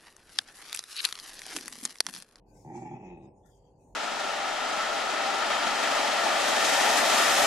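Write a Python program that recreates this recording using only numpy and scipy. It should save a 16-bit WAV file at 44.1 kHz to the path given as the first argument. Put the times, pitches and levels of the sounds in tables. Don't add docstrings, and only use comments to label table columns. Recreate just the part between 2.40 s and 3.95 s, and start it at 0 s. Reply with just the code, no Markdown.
import sys
import numpy as np
from scipy import signal
from scipy.fft import rfft, irfft, next_fast_len
from scipy.io import wavfile
from scipy.ndimage import uniform_filter1d, map_coordinates

SR = 44100
rng = np.random.default_rng(int(sys.argv[2]) if len(sys.argv) > 2 else 0)


def output_pcm(signal):
    pcm = np.clip(np.atleast_2d(signal).T, -1, 1) * 32767
    wavfile.write(sys.argv[1], SR, np.round(pcm).astype(np.int16))


def how_loud(loudness_db):
    steps = np.asarray(loudness_db, float) / 20
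    return 10 ** steps


N = 68355
HUM_EDGE_HZ = 1009

# (t/s, flap rate/Hz, unevenness/0-1)
FOLD_BEATS = [
    (.245, 70, .02),
    (.28, 78, .03),
    (.33, 127, .1),
    (.58, 123, .08),
    (.655, 92, .03),
    (.73, 88, .03),
    (.75, 79, .05),
    (.81, 77, .04),
    (.82, 66, .04),
]


def unit(x):
    return x / np.sqrt(np.mean(x ** 2) + 1e-20)


def along(points, hz):
    f, v = np.transpose(points)
    return np.interp(np.log(hz + 1), np.log(f + 1), v)


def curves(rows):
    s, *cols = np.transpose(rows)
    return [np.interp(np.arange(N) / SR, s, c) for c in cols]


def ramp(start_s, end_s):
    return np.interp(np.arange(N) / SR, [start_s, end_s], [0, 1])


def wobble(rate):
    return map_coordinates(rng.standard_normal(400), [np.arange(N) * rate / SR])


def filtered(x, response):
    m = next_fast_len(N + SR // 2)
    return irfft(rfft(x, m) * response(np.fft.rfftfreq(m, 1 / SR)), m)[..., :N]


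def rings(peaks, power=1):
    def response(f):
        total = 0
        for k, (centre, width, db) in enumerate(peaks):
            peak = 1j * f * width / (centre ** 2 - f * f + 1j * f * width)
            total = total + (-1) ** k * how_loud(db) * peak ** power
        return total
    return response


def rush(response, alike, patchy_db):
    z = signal.stft(rng.standard_normal((2, N + 512)), nperseg=512)[2]
    field = uniform_filter1d(rng.standard_normal(z.shape[1:]), size=5, axis=0)
    field = uniform_filter1d(field, size=12, axis=1)
    pair = signal.istft(z * how_loud(patchy_db * unit(field)), nperseg=512)[1][:, :N]

    def spread(hz):
        turn = np.arccos(np.clip(along(alike, hz), -1, 1)) / 2
        return response(hz) * [np.cos(turn), np.sin(turn)]
    mid, side = filtered(pair, spread)
    return unit(np.array([mid + side, mid - side]))


def whines():
    # (f/Hz, level/dB)
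    motors = [(296.1, -76), (371.4, -78), (403.7, -75.5), (484.5, -77), (549.1, -77), (839.8, -79)]
    wander_hz, wander_db = 3, 2.5
    out = 0
    for hz, db in motors:
        phase = 2 * np.pi * np.cumsum(hz + wander_hz * wobble(12)) / SR
        out = out + how_loud(db + 2.5 + wander_db * wobble(9)) * np.sin(phase)
    return out


def room():
    # (f/Hz, density/dB per Hz)
    hum_colour = [(30, -23.5), (45, -5), (110, 1.5), (330, -7.5), (520, -6.5), (680, -9.5), (860, -5.5),
                  (1000, -16.5)]
    # (f/Hz, likeness/0-1)
    hum_alike = [(60, 1), (240, 0.92), (950, 0.48), (3770, 0.011), (15000, 0.06)]
    # (f/Hz, density/dB per Hz)
    hiss_colour = [(1000, -2.5), (1500, 0), (3000, -2.5), (4300, -15), (8000, -10.5), (15600, -30.5)]
    hum_db, drone_db, hiss_db = -60.5, -67, -93
    fall_db = 69.5

    def hum_response(f):
        octaves_above = np.log2(np.maximum(f / HUM_EDGE_HZ, 1))
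        return how_loud(along(hum_colour, f) - fall_db * octaves_above)
    hum = rush(hum_response, hum_alike, patchy_db=0.5)
    drone = rush(lambda f: abs(rings([(46, 8, 0)], power=2)(f)), [(46, .985)], patchy_db=-3.5)
    hiss = rush(lambda f: how_loud(along(hiss_colour, f)) * (f > 900), [(2000, 0.18)], patchy_db=-4)
    return how_loud(hum_db + 2.0 * wobble(6.11)) * hum + how_loud(drone_db) * drone + how_loud(hiss_db) * hiss + whines()


def leaks():
    # (t/s, length/s, f/Hz, width/Hz, level/dB)
    openings = [(.02, .25, 2500, 260, -89), (.06, .14, 1532, 110, -87), (0.146, .08, 2180, 430, -82),
                (.065, .07, 4650, 600, -78), (.68, .2, 3750, 500, -83), (.76, .28, 8500, 1100, -91),
                (.82, .1, 5170, 700, -84), (.89, .12, 2550, 350, -88), (.95, .07, 5000, 700, -87),
                (1.04, .08, 1815, 330, -77), (1.045, .07, 1384, 140, -79), (1.032, .13, 3450, 350, -81),
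                (1.1, .2, 3200, 260, -83), (1.1, .34, 4800, 300, -87.5), (1.17, .3, 4480, 260, -88),
                (1.2, .12, 1194, 150, -89), (1.26, .1, 2700, 700, -94), (1.4, .07, 2550, 230, -87),
                (1.41, 0.054, 3970, 150, -96), (1.485, .12, 4300, 200, -90)]
    t, out = np.arange(N) / SR, 0
    for s, length, hz, width, db in openings:
        opening = (t - s) / 0.03
        closing = (s + length - t) / (0.4 * length + .02)
        gate = np.clip(np.minimum(opening, closing) + .5, 0, 1) ** 2
        band = rings([(hz, width, 0)], power=3)
        out = out + how_loud(db) * gate * rush(lambda f: abs(band(f)), [(2000, 0.22)], patchy_db=4.5)
    return out * how_loud([[4], [-4]])


def scuffs():
    # (peak t/s, rise/s, fall/s per 20 dB, level/dB, brightness: 5 dB per octave each above 7 kHz; its
    # size also thins the band below 5.5 kHz by 2.3 dB per octave each)
    rubs = [(.1, 0.049, 0.6, -76.5, 2), (0.186, 0.067, 0.14, -65, 0.66), (.28, 0.082, 0.23, -71, -4),
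            (0.381, 0.073, 0.15, -60.5, -2.6), (.5, 0.2, 0.2, -71, -8), (0.661, 0.072, 0.15, -71.5, -12),
            (.84, 0.057, 0.12, -79, 0), (.98, 0.051, 0.27, -81.5, 1), (1.064, 0.02, 0.21, -72, 1.53),
            (1.171, 0.049, 0.08, -76.5, -1), (1.279, 0.09, 0.16, -81, 1), (1.439, 0.086, 0.23, -74, 1.5)]
    # (f/Hz, density/dB per Hz)
    fur_colour = [(2500, -46.5), (3800, -18), (4500, -11.5), (6200, -5), (6800, -0.5), (7300, -6),
                  (10000, -15.5), (15600, -27.5)]
    left_db = 6
    t, out = np.arange(N) / SR, 0
    for s, rise, fall, db, bright_db in rubs:
        def colour(f):
            low_loss = 2.3 * abs(bright_db) * (f < 5500) * np.log2(5500 / (f + 1))
            high_gain = 5.0 * bright_db * (f > 7000) * np.log2((f + 1) / 7000)
            return how_loud(along(fur_colour, f) - low_loss + high_gain)
        swell_db = -20 * np.where(t < s, (s - t) / rise, (t - s) / fall) ** 1.75
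        grain = rush(colour, [(6000, 0.23)], patchy_db=3.0)
        out = out + how_loud(db + swell_db + 0.9 * wobble(90)) * grain
    return out * how_loud([[left_db / 2], [-left_db / 2]])


def folds():
    scatter_db, slap_s, puff_s = 2.2, .00025, .003
    octave_db, settle_s = 0, .656
    rate_hz, uneven = curves(FOLD_BEATS)
    phase = np.cumsum(rate_hz * (np.arange(N) > .2465 * SR)) / SR
    slip = (phase[round(settle_s * SR)] + .5) % 1 - .5
    phase = phase - slip * ramp(.35, .6)
    at = np.flatnonzero(np.diff(np.floor(phase + 1 - 1e-6)) > 0)
    luck = rng.standard_normal((200, 2))[:len(at)]
    size = how_loud(scatter_db * np.clip(luck[:, 1], -2, 2) * np.clip(10 * uneven[at], .5, 1))
    moved = np.clip(at + luck[:, 0] * uneven[at] * SR / rate_hz[at], 0, N - 1).astype(int)
    flaps = np.bincount(moved, size, N)
    t = np.arange(900) / SR
    gate = signal.fftconvolve(flaps, t * np.exp(-t / puff_s))[:N]
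    slap = signal.fftconvolve(flaps, t * np.exp(-t / slap_s))[:N]
    puff = gate * rng.standard_normal(N)
    turn = 2 * np.pi * np.interp(np.arange(N), np.sort(moved), np.arange(len(at)))
    root = np.sin(turn)
    slowness = np.clip((105 - rate_hz) / 15, 0, 1)
    tone = root + how_loud(octave_db) * slowness * np.sin(2 * turn)
    return slap, puff, unit(tone), root


def growl():
    # (t/s, level/dB, nose ring/dB, mouth ring/dB, bare flap tone/dB)
    effort = [
        (.24, -74, -4, -2, -19),
        (.247, -48, 4, -5, 3),
        (.3, -42.5, 2, 1, -5),
        (.56, -44, 0, 0.5, -2),
        (.63, -44.5, -2.5, -1.5, -4),
        (.7, -45.5, -2.5, 6, -10),
        (.77, -46.5, -3, 0, -14),
        (.885, -48.5, -5, -5, -15),
        (.915, -62.5, -8, -10, -15),
    ]
    # (t/s, half length/s, loss/dB, further nose loss/dB)
    catches = [
        (0.333, 0.004, 4.5, 4),
        (0.37, 0.0043, -0.5, 15),
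        (.405, .007, 3, 8),
        (0.445, 0.0046, 6, 2.5),
        (0.504, 0.0064, 1, 14),
        (0.549, .005, -1, 7.5),
        (0.588, 0.0094, 7.5, 3),
        (.62, 0.0055, 3, 8),
        (0.815, 0.011, 2.5, 1),
    ]
    # (f/Hz, width/Hz, level/dB)
    chest_full = [(130, 45, -1), (186, 34, -1), (240, 50, -3), (342, 22, 3), (429, 50, -9)]
    # (f/Hz, width/Hz, level/dB)
    chest_sunk = [(125, 40, -9), (188, 44, 1), (260, 60, -7), (341, 20, 7), (432, 60, -11)]
    # (f/Hz, width/Hz, level/dB)
    belly_ring = [(128, 50, 0)]
    # (f/Hz, width/Hz, level/dB)
    nose_rings = [(856, 52, -0.5), (766.3, 66, -4)]
    # (f/Hz, width/Hz, level/dB)
    lips_pursed = [(1960, 260, -2), (2400, 300, -17.5)]
    lips_shut = [(1880, 300, -2), (2348, 240, -2.5), (3300, 300, -18.5)]
    lips_drawn = [(1920, 380, -5.5), (2582, 380, 1), (3310, 500, -12)]
    root_level_db, valley_level_db, upper_level_db = -14, -15, -43
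    nose_level_db, mouth_level_db = -4, -20.5
    breathy_nose, breathy_mouth = .28, .7
    mouth_top_hz = 3800

    level_db, nose_db, mouth_db, tone_db = curves(effort)
    slap, puff, tone, root = folds()
    t = np.arange(N) / SR
    loss_db, nose_loss_db = 0, 0
    for s, half, loss, nose_loss in catches:
        dip = np.exp(-((t - s) / half) ** 2)
        loss_db = loss_db + loss * dip
        nose_loss_db = nose_loss_db + nose_loss * dip
    ragged = np.clip(10 * curves(FOLD_BEATS)[1], .65, 1)

    def ring(shape, air):
        struck = np.sqrt(1 - air * ragged) * unit(filtered(slap, shape))
        blown = np.sqrt(air * ragged) * unit(filtered(puff, shape))
        return struck + blown

    def chest_ring(peaks):
        return ring(lambda f: rings(peaks)(f) * rings([(260, 450, 0)], power=2)(f), breathy_nose / 2)

    def mouth_ring(peaks):
        return ring(lambda f: rings(peaks, power=2)(f) * rings([(2500, 1400, 0)], power=2)(f), breathy_mouth)

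    def between_ring(hz):
        return ring(rings([(hz, 400, 0)], power=1.67), breathy_mouth)

    def sway():
        return 1.17 * wobble(34.93)

    sinking = ramp(.57, .68)
    chest = (1 - sinking) * chest_ring(chest_full) + sinking * chest_ring(chest_sunk)
    nose = ring(lambda f: rings(nose_rings)(f) * rings([(800, 400, 0)])(f), breathy_nose)
    valley, upper = between_ring(580), between_ring(1120)
    parted, drawn = ramp(0.312, .34), ramp(0.31, 0.69)
    opened = np.sqrt(1 - drawn) * mouth_ring(lips_shut) + np.sqrt(drawn) * mouth_ring(lips_drawn)
    mouth = np.sqrt(1 - parted) * mouth_ring(lips_pursed) + np.sqrt(parted) * opened
    belly = unit(filtered(tone + 0.81 * chest + 1.5 * unit(puff), rings(belly_ring, power=1.8)))
    voice = chest + how_loud(root_level_db) * root + how_loud(tone_db + sway()) * belly
    voice = voice + how_loud(valley_level_db) * valley + how_loud(upper_level_db) * upper
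    voice = voice + how_loud(nose_level_db + nose_db - nose_loss_db + sway()) * nose
    voice = voice + how_loud(mouth_level_db + mouth_db + sway()) * mouth

    def head(f):
        hollow = 1 - 0.68 * rings([(1474, 484, 0)])(f)
        return hollow / (1 + 1.4j * f / mouth_top_hz - (f / mouth_top_hz) ** 2) ** 2
    voice = filtered(voice, head)
    ending = how_loud(-600 * np.maximum(t - effort[-1][0], 0))
    return how_loud(level_db - loss_db - 3.0) * voice * (t > effort[0][0]) * ending


def ports(x):
    # (f/Hz, left over right/dB)
    balance = [(60, -2.5), (150, 0.5), (380, -1), (950, -4), (2380, 7.5), (5980, 1), (15000, -11)]
    # (f/Hz, t60/s)
    walls = [(150, .2), (1000, .1), (3000, .075)]
    # (f/Hz, level/dB)
    wall_level = [(200, -21.5), (800, -11), (1300, -4), (2500, -1)]
    lag_s = 0.00013
    turn_s = 0.1217
    side = np.array([[.5], [-.5]])
    direct = filtered(x, lambda f: how_loud(side * along(balance, f)) * np.exp(-2j * np.pi * f * side * lag_s))
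    wet = 0
    for k in range(2, 9):
        hz, t, z = signal.stft(rng.standard_normal((2, SR // 6)), SR, nperseg=256)
        tail = signal.istft(z * how_loud(-60 * t / along(walls, hz)[:, None]), SR, nperseg=256)[1]
        tail = tail / np.linalg.norm(tail[0])
        piece = np.sqrt(np.clip(1 - abs(np.arange(N) / SR / turn_s - k), 0, 1))
        wet = wet + signal.fftconvolve(direct * piece, tail, axes=1)[:, :N]
    return direct + filtered(wet, lambda f: how_loud(along(wall_level, f)))


def scene():
    return room() + leaks() + scuffs() + ports(growl())


def suppress(x):
    # (f/Hz, level/dB)
    threshold = [(1000, -124), (2500, -122), (3700, -117), (4400, -103), (5000, -105), (5700, -118),
                 (9500, -114), (15000, -119)]
    # (t/s, length/s, low f/Hz, high f/Hz)
    closures = [
        (.45, .36, 4300, 5150),
        (.44, .2, 8900, 12000),
        (.66, .12, 7500, 8300),
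        (.59, .08, 3400, 4200),
        (.875, .06, 5800, 7500),
        (.9, .12, 2950, 4300),
        (1.3, .2, 4900, 5500),
    ]
    shut_db = -22
    sparse = .8
    hz, t, z = signal.stft(x, SR, nperseg=2048)
    for s, length, low_hz, high_hz in closures:
        inside = np.outer((hz > low_hz) & (hz < high_hz), (t > s) & (t < s + length))
        z = z * how_loud(shut_db * inside)
    power = abs(z) ** 2
    band = abs(uniform_filter1d(uniform_filter1d(power, size=14, axis=1), size=2, axis=2))
    limit = how_loud(2 * along(threshold, hz))[:, None] * (hz > HUM_EDGE_HZ)[:, None]
    band_open = band ** 3 / (band ** 3 + limit ** 3 + 1e-90)
    line_limit = limit + sparse * band * (hz > 3800)[:, None]
    line_open = power ** 2 / (power ** 2 + line_limit ** 2 + 1e-60)
    return signal.istft(z * (band_open * line_open), SR, nperseg=2048)[1][:, :N]


def top_cut(x):
    return signal.sosfilt(signal.butter(12, 15670, fs=SR, output="sos"), x)


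def record(dry):
    converter_hiss = how_loud(-104) * rng.standard_normal(dry.shape)
    return top_cut(suppress(dry) + converter_hiss)


dry = scene()
out = record(dry)
output_pcm(out)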